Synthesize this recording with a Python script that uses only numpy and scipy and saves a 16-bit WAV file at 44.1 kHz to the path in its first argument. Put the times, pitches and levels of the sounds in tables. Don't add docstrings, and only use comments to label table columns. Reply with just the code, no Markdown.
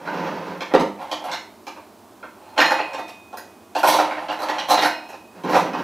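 import sys
import numpy as np
from scipy import signal
from scipy.fft import rfft, irfft
from scipy.io import wavfile

SR = 44100
rng = np.random.default_rng(int(sys.argv[2]) if len(sys.argv) > 2 else 0)


def wav_out(sig):
    wavfile.write(sys.argv[1], SR, np.round(np.clip(np.atleast_2d(sig).T, -1, 1) * 32767).astype(np.int16))


N = 257103
T = np.arange(N) / SR

# frequency in Hz, relative level in dB.
QUIET_COLOUR = [(18, -62), (30, -44), (64, -18), (103, -5), (123, -13.5), (140, -24), (202, -2),
                (292, -3.5), (369, -1), (547, -13.5), (592, -4), (692, -5.5), (972, -8), (1920, -22),
                (15600, -30.5)]
# frequency in Hz, t60 in s.
KITCHEN_T60 = [(150, 0.41), (400, 0.45), (900, 0.4), (2500, 0.41), (6000, 0.36), (13000, 0.27)]

# start in s, level in dB, rise in s, run-out in s.
ROLLS = [(-0.1, -25, 0.33, 0.65), (5.33, -42.5, 0.018, 0.53), (5.429, -21, 0.071, 0.31),
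         (5.72, -26, 0.048, 0.38)]
# frequency in Hz, relative level in dB.
RUNNER_COLOUR = [(240, -45), (400, -18), (507, -0.5), (842, -7), (920, 1), (1050, -7), (2570, -17),
                 (3510, -24.5), (6180, -29), (8700, -43), (14000, -62)]
# frequency in Hz, relative level in dB.
RUMBLE_COLOUR = [(110, -13), (150, -13.5), (185, 4), (240, -11.5), (330, -6), (450, -12.5), (650, -44)]
# start in s, level in dB.
JOLTS = [(0.186, -30.5), (0.322, -32), (0.469, -37.5), (0.738, -24.5), (.797, -22.5), (5.438, -25),
         (5.506, -28), (5.68, -33), (5.736, -30), (5.79, -32)]
# frequency in Hz, level in dB, t60 in s.
BOX_MODES = [(174, -9, 0.15), (197, 8, 0.1), (260, 2.5, 0.098), (350, -2, 0.079), (384, 0, 0.095),
             (453, -6, 0.08)]
# frequency in Hz, relative level in dB.
THUD_COLOUR = [(25, -17), (70, -47), (135, -42), (215, -3), (350, 1), (520, 6.5), (850, -11), (1500, -19.5),
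               (2800, -19), (5000, -27.5), (9000, -44), (15000, -50)]

# start in s, level in dB, rise in s, run-out in s.
STIRS = [(0.961, -25.5, 0.047, 0.4), (1.2, -21, 0.094, 0.11), (2.33, -36.5, 0.15, 0.57),
         (2.558, -15.5, 0.015, 0.5), (3.826, -10.5, 0.012, 0.45), (4.17, -25.5, 0.037, 0.14),
         (4.269, -20.5, 0.023, 0.2), (4.38, -18.5, 0.12, 0.3), (4.671, -10, 0.039, 0.21),
         (4.88, -33.5, 0.057, 0.39)]
# frequency in Hz, relative level in dB.
STIR_COLOUR = [(88, -69), (150, -9.5), (314, -8.5), (428, -37), (519, 4.5), (894, 9), (1450, -6),
               (1910, -9), (2270, -5.5), (4220, -17.5), (8830, -33), (11400, -29), (15500, -114)]
# start in s, level in dB, rise in s, run-out in s.
SCRAPES = [(3.818, -20, 0.068, 0.18), (4.681, -17, 0.021, 0.02), (4.79, -26, 0.023, 0.042),
           (5.48, -30.5, 0.078, 0.099)]
# frequency in Hz, relative level in dB.
SCRAPE_COLOUR = [(1760, -80), (3000, 4), (3840, 7), (5170, -0.5), (6010, 6.5), (6710, -5.5), (8780, -7),
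                 (11600, -4.5), (15600, -14)]

# start in s, level in dB.
CUP_BLOWS = [(2.230, -60), (2.43, -60), (2.50, -61), (2.580, -25.5), (2.655, -28)]
# frequency in Hz, level in dB, t60 in s.
CUP_MODES = [(1265, -10, .7), (1782, -7, .65), (2040, -19, 1.1), (2503, -8, 1.7), (2821, -8, .55),
             (4188, -1, .55), (5268, -17, .6), (5609, -15, .4), (6828, -14, .5), (8355, -23, .4),
             (9711, -25, .5), (10298, -24, .4), (12000, -24, .45)]
# start in s, level in dB.
SCOOP_BLOWS = [(.606, -49), (4.42, -49), (4.706, -25), (4.78, -37), (4.847, -33)]
# frequency in Hz, level in dB, t60 in s.
SCOOP_MODES = [(1540, -7, .55), (2024, -11, .5), (2503, -15, 1.3), (2530, -13, 1.25), (2837, -3, .6),
               (3840, -6, .45), (4081, 2, .35), (4183, -5, .62), (5283, -12, .6), (7456, -15, .35),
               (9679, -20, .3), (11670, -17, .3)]
# start in s, level in dB.
SPOON_BLOWS = [(3.371, -41)]
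# frequency in Hz, level in dB, t60 in s.
SPOON_MODES = [(4900, -6.5, 0.31), (5150, -4, 0.12), (6740, -11, .38), (9700, -8, 0.24), (9900, -9, 0.22),
               (13700, -3, 0.2)]
# start in s, level in dB.
BLADE_BLOWS = [(1.312, -53), (1.332, -36.5)]
# frequency in Hz, level in dB, t60 in s.
BLADE_MODES = [(2159, -6, .3), (2848, -9, .28), (3569, -7, .3), (4016, -2, .32), (4177, 0, .35),
               (4301, -1, .32)]
# start in s, level in dB.
FORK_BLOWS = [(2.95, -44)]
# frequency in Hz, level in dB, t60 in s.
FORK_MODES = [(3639, 0, .85), (4436, -7, .7), (6115, -9, .65)]

# start in s, strength in dB, hollowness (body over clack) in dB,
# hardness of the contact (tick over clack) in dB, clack resonance in Hz.
KNOCKS = [(0.074, -25.5, -2, -8, 1430), (0.312, -35, 6, -20, 2010), (0.6067, -24, -10.5, -6.5, 2260),
          (0.7103, -30, -1, -12, 2000), (0.7386, -16, 3, -8, 1740), (0.7965, -20.5, 0, 1, 2140),
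          (1.0159, -37, 3, 11, 1676), (1.1145, -21, -8.5, -2, 3080), (1.2414, -30, 5, 13.5, 2760),
          (1.3148, -29.5, -23, -3.5, 3580), (1.334, -33.5, -25.5, -1, 2100), (1.6677, -30, -7, 1.5, 2330),
          (1.7614, -37.5, -3.5, -19, 2330), (2.2277, -33, -6, -26, 1430), (2.5781, -11.5, -11, -12, 2940),
          (2.603, -9.5, -16.5, -5.5, 1770), (2.7074, -15.5, -3.5, 1, 1830), (2.7894, -20, -10, -23, 2540),
          (2.9337, -27, -4, -1, 2500), (2.9814, -27.5, 2, 4, 1880), (3.0803, -37, -12, 7, 2420),
          (3.3287, -37, 8.5, 4, 2720), (3.371, -34.5, -11, 12.5, 1550), (3.7506, -18, 1, 0, 2640),
          (3.7808, -29, -13, 10, 2300), (3.8312, -15, 7.5, 12, 2430), (3.8736, -14, -2.5, 16.5, 2100),
          (3.9294, -18, 8.5, 2, 2030), (3.9868, -14.5, 3.5, -6, 2430), (4.1098, -27, -17, -18.5, 2130),
          (4.1695, -27, 0, -8, 1850), (4.2848, -23, -6.5, -15, 2740), (4.3154, -27.5, -6, 1, 1680),
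          (4.3894, -28.5, 1.5, 8, 3870), (4.4191, -25, -0.5, 9, 3970), (4.4864, -20, -8, -2, 1850),
          (4.584, -26, -23, -8, 2900), (4.686, -23.5, -1, 12, 3100), (4.7056, -17, 7.5, 17, 3950),
          (4.7297, -17, -5, -3, 3950), (4.776, -15, -8.5, -17, 3830), (4.8222, -14.5, -9, -2, 2000),
          (4.8464, -14.5, -5.5, 6, 1480), (5.0894, -36.5, -5.5, 10, 2480), (5.1286, -36.5, -1, -3, 2440),
          (5.4363, -30, 2, 2, 2530), (5.4965, -29, 8.5, 16, 1610), (5.5323, -15.5, -1.5, -7, 2070),
          (5.5514, -14, 5, -1, 2430), (5.7331, -23.5, 0, -11.5, 2500)]
# frequency in Hz, relative level in dB.
CLATTER_COLOUR = [(65, -67), (110, -39), (237, -9), (489, -11), (640, 4), (929, -4.5), (1350, -10.5),
                  (2000, -8.5), (3430, -17), (4130, -11), (4580, -16.5), (6000, -17), (8890, -38),
                  (11400, -20), (15600, -40)]
# frequency in Hz, level in dB, t60 in s.
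TRAY_MODES = [(308, -8, 0.3), (328.4, -7.5, 0.094), (529.6, -7, 0.13), (646, -12, 0.25), (712, -1.5, 0.066),
              (754.6, 8.5, 0.029), (865, 4, 0.047), (916.6, 5.5, 0.1), (950, -28, 0.31), (1003, -24, 0.17),
              (1171.3, -2.5, 0.05)]
REGISTERS_HZ = [450, 1400, 9000]

QUIET_DB = -47.5
LURCH_DB, LURCH_PER_S = 1.3, 40
RUN_OUT_POWER = 1.6
STOP_S, STOP_DB = 0.7386, 19
BODY_HZ, BODY_SCATTER_OCTAVES = 850, 0.083
LOWEST_HZ = 201
TOP_HZ = 15600


def undb(db):
    return 10 ** (np.asarray(db) / 20)


def unit(x):
    return x / np.sqrt(np.sum(x ** 2) + 1e-18)


def fade(t, t60):
    return np.exp(-np.log(1000) * t / t60)


def add(out, s, x):
    i = max(int(s * SR), 0)
    out[i:i + len(x)] += x[:max(N - i, 0)]


def on_log(hz, points):
    f, value = np.transpose(points)
    return np.interp(np.log(np.maximum(hz, 1)), np.log(f), value)


def colour(x, points):
    size = 4096
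    outline_db = on_log(np.fft.rfftfreq(size, 1 / SR), points)
    cepstrum = irfft(np.log(undb(outline_db)))
    cepstrum[1:size // 2] *= 2
    cepstrum[size // 2 + 1:] = 0
    response = irfft(np.exp(rfft(cepstrum)))[:size // 2]
    return signal.fftconvolve(x, response)[:len(x)]


def high_pass(x, hz, order=3):
    return signal.sosfilt(signal.butter(order, hz, "high", fs=SR, output="sos"), x)


def resonate(x, hz, q):
    b, a = signal.iirpeak(np.clip(hz, 200, 9000), q, fs=SR)
    return unit(signal.lfilter(b, a, x))


def registers(order=4):
    a, b, c = REGISTERS_HZ
    bands = ((a, "low"), ((a, b), "band"), ((b, c), "band"), (c, "high"))
    return [signal.butter(order, f, kind, fs=SR, output="sos") for f, kind in bands]


def ring(modes, t):
    hz, db, t60 = np.transpose(modes)[:, :, None]
    waves = np.sin(2 * np.pi * (hz * t + rng.random(hz.shape)))
    return np.sum(undb(db) * fade(t, t60) * waves, axis=0)


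def grains(per_s, spread_db):
    sizes_db = spread_db * np.minimum(rng.exponential(size=N), np.pi)
    sizes = undb(sizes_db) * rng.choice([-1, 1], N)
    contacts = rng.random(N) < per_s / SR
    return unit(sizes * contacts) * np.sqrt(N)


def gesture(s, db, rise_s, run_out_s):
    rise = np.clip((T - s) / rise_s, 0, 1)
    left = np.clip(1 - (T - s - rise_s) / run_out_s, 0, 1)
    return undb(db) * rise * left ** RUN_OUT_POWER


def quiet(side_db=-20):
    mid, side = (unit(colour(rng.standard_normal(N), QUIET_COLOUR)) * np.sqrt(N) for _ in range(2))
    return undb(QUIET_DB) * (mid + undb(side_db) * side * np.array([[1], [-1]]))


def reverberation(early=0.89, early_t60=0.13, echoes_per_s=700, fill_s=0.0023):
    t = T[:SR * 4 // 5]
    hz = np.fft.rfftfreq(len(t), 1 / SR)
    noise = rfft(rng.standard_normal(len(t)))
    centres, t60s = np.transpose(KITCHEN_T60)
    shares = [on_log(hz, np.column_stack([centres, row])) for row in np.eye(len(centres))]
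    tail = sum(irfft(noise * share, len(t)) * fade(t, t60) for share, t60 in zip(shares, t60s))
    arrivals = rng.standard_normal(len(t)) * (rng.random(len(t)) < echoes_per_s / SR)
    echoes = arrivals * fade(t, early_t60)
    swell = 1 - np.exp(-t / fill_s)
    return unit((unit(tail) + early * unit(echoes)) * swell)


def runners(scrape_db=-4, rumble_db=-8):
    moments = np.arange(200) / LURCH_PER_S
    lurch = undb(LURCH_DB * np.interp(T, moments, rng.standard_normal(len(moments))))
    speed = lurch * sum(gesture(*roll) for roll in ROLLS)
    slips = grains(per_s=900, spread_db=4)
    scrape = undb(scrape_db) * unit(colour(slips, RUNNER_COLOUR))
    rumble = undb(rumble_db) * unit(colour(slips, RUMBLE_COLOUR))
    return (scrape + rumble) * np.sqrt(N) * speed


def jolts(box_db=30):
    out, t = np.zeros(N), T[:SR // 4]
    for s, db in JOLTS:
        boom = unit(high_pass(ring(BOX_MODES, t), hz=175))
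        add(out, s, undb(db + box_db) * boom)
    return out


def end_stop(shudder=0.46, shudder_t60=0.06):
    out, t = np.zeros(N), T[:SR // 4]
    push = (t == 0) + shudder * unit(rng.standard_normal(len(t)) * fade(t, shudder_t60))
    add(out, STOP_S, undb(STOP_DB) * unit(colour(push, THUD_COLOUR)))
    return out


def stirring(stir_db=-9):
    effort = sum(gesture(*stir) for stir in STIRS)
    patter = grains(per_s=600, spread_db=4)
    return unit(colour(patter, STIR_COLOUR)) * np.sqrt(N) * effort * undb(stir_db)


def scraping(scrape_db=-4):
    pressure = sum(gesture(*scrape) for scrape in SCRAPES)
    slips = grains(per_s=2000, spread_db=4.5)
    return unit(colour(slips, SCRAPE_COLOUR)) * np.sqrt(N) * pressure * undb(scrape_db)


def steel(blows, modes, split_hz=11, swell_s=0.00047):
    out, t = np.zeros(N), T[:SR * 3 // 2]
    for hz, mode_db, t60 in modes:
        swing = np.zeros(N)
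        for s, db in blows:
            add(swing, s, undb(db + mode_db) * (1 - np.exp(-t / swell_s)) * fade(t, t60))
        live = swing > 0
        turns = hz * T[live] + rng.random()
        beat = split_hz * rng.uniform(0.5, 1) * T[live] + rng.random()
        mode, twin = np.sin(2 * np.pi * turns), np.sin(2 * np.pi * (turns + beat))
        out[live] += swing[live] * (mode + twin / 5)
    return out


def utensil(crack, t, own_modes=0.78, own_t60=0.054, count=40):
    strength_db = rng.normal(0, 2.5, count)
    hz = np.geomspace(1000, 15000, count) * rng.uniform(0.83, 1.1, count)
    own = np.column_stack([hz, strength_db, np.full(count, own_t60)])
    return unit(colour(crack + own_modes * unit(ring(own, t)), CLATTER_COLOUR))


def knock(t, clack_hz, body_hz, contact_t60=0.014, chatter=0.73, chatter_t60=0.038,
          edge=0.55, hollow=0.21, tray=0.75):
    hits = rng.standard_normal(len(t)) * (rng.random(len(t)) < 1500 / SR)
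    rebounds = hits * fade(t, chatter_t60)
    contact = rng.standard_normal(len(t)) * fade(t, contact_t60)
    crack = unit(contact) + chatter * unit(rebounds)
    resonances = edge * resonate(crack, clack_hz, q=9.8) + hollow * resonate(crack, body_hz, q=3.6)
    return utensil(crack, t) + resonances + tray * unit(ring(TRAY_MODES, t))


def knocks(thump_db=14, body_db=29, clack_db=19.0, tick_db=0, edge_ratio=4.3, brightening=0.69, order=2):
    out, t, filters = np.zeros(N), T[:SR // 5], registers()
    for s, strength, hollowness, hardness, clack_hz in KNOCKS:
        body_hz = BODY_HZ * 2 ** (BODY_SCATTER_OCTAVES * rng.standard_normal())
        blow = high_pass(knock(t, clack_hz, body_hz), LOWEST_HZ)
        parts = [signal.sosfilt(sos, blow) for sos in filters]
        top_hz = np.clip(edge_ratio * clack_hz * undb(brightening * hardness), 2000, 14000)
        parts[2] = signal.sosfilt(signal.butter(order, top_hz, fs=SR, output="sos"), parts[2])
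        body, clack = strength + hollowness / 2, strength - hollowness / 2
        levels_db = (strength + thump_db, body + body_db, clack + clack_db, clack + hardness + tick_db)
        add(out, s, sum(undb(db) * unit(part) for part, db in zip(parts, levels_db)))
    return out


def scene(direct=0.34, width_db=-27):
    movement = high_pass(runners() + stirring() + scraping(), hz=139)
    clatter = knocks() + jolts() + end_stop() + movement
    things = [(CUP_BLOWS, CUP_MODES), (SCOOP_BLOWS, SCOOP_MODES), (SPOON_BLOWS, SPOON_MODES),
              (BLADE_BLOWS, BLADE_MODES), (FORK_BLOWS, FORK_MODES)]
    rings = sum(steel(blows, modes) for blows, modes in things)
    into_room = clatter + rings / 5
    mid, side = (signal.fftconvolve(into_room, reverberation())[:N] for _ in range(2))
    room = mid + undb(width_db) * side * np.array([[1], [-1]])
    return direct * clatter + rings + room + quiet()


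def record(dry, right_db=2.0):
    balance = undb(np.array([[-right_db], [right_db]]) / 2)
    x = np.clip(dry * balance, -1, 1)
    return signal.sosfilt(signal.ellip(12, .2, 80, TOP_HZ, fs=SR, output="sos"), x)


dry = scene()
out = record(dry)
wav_out(out)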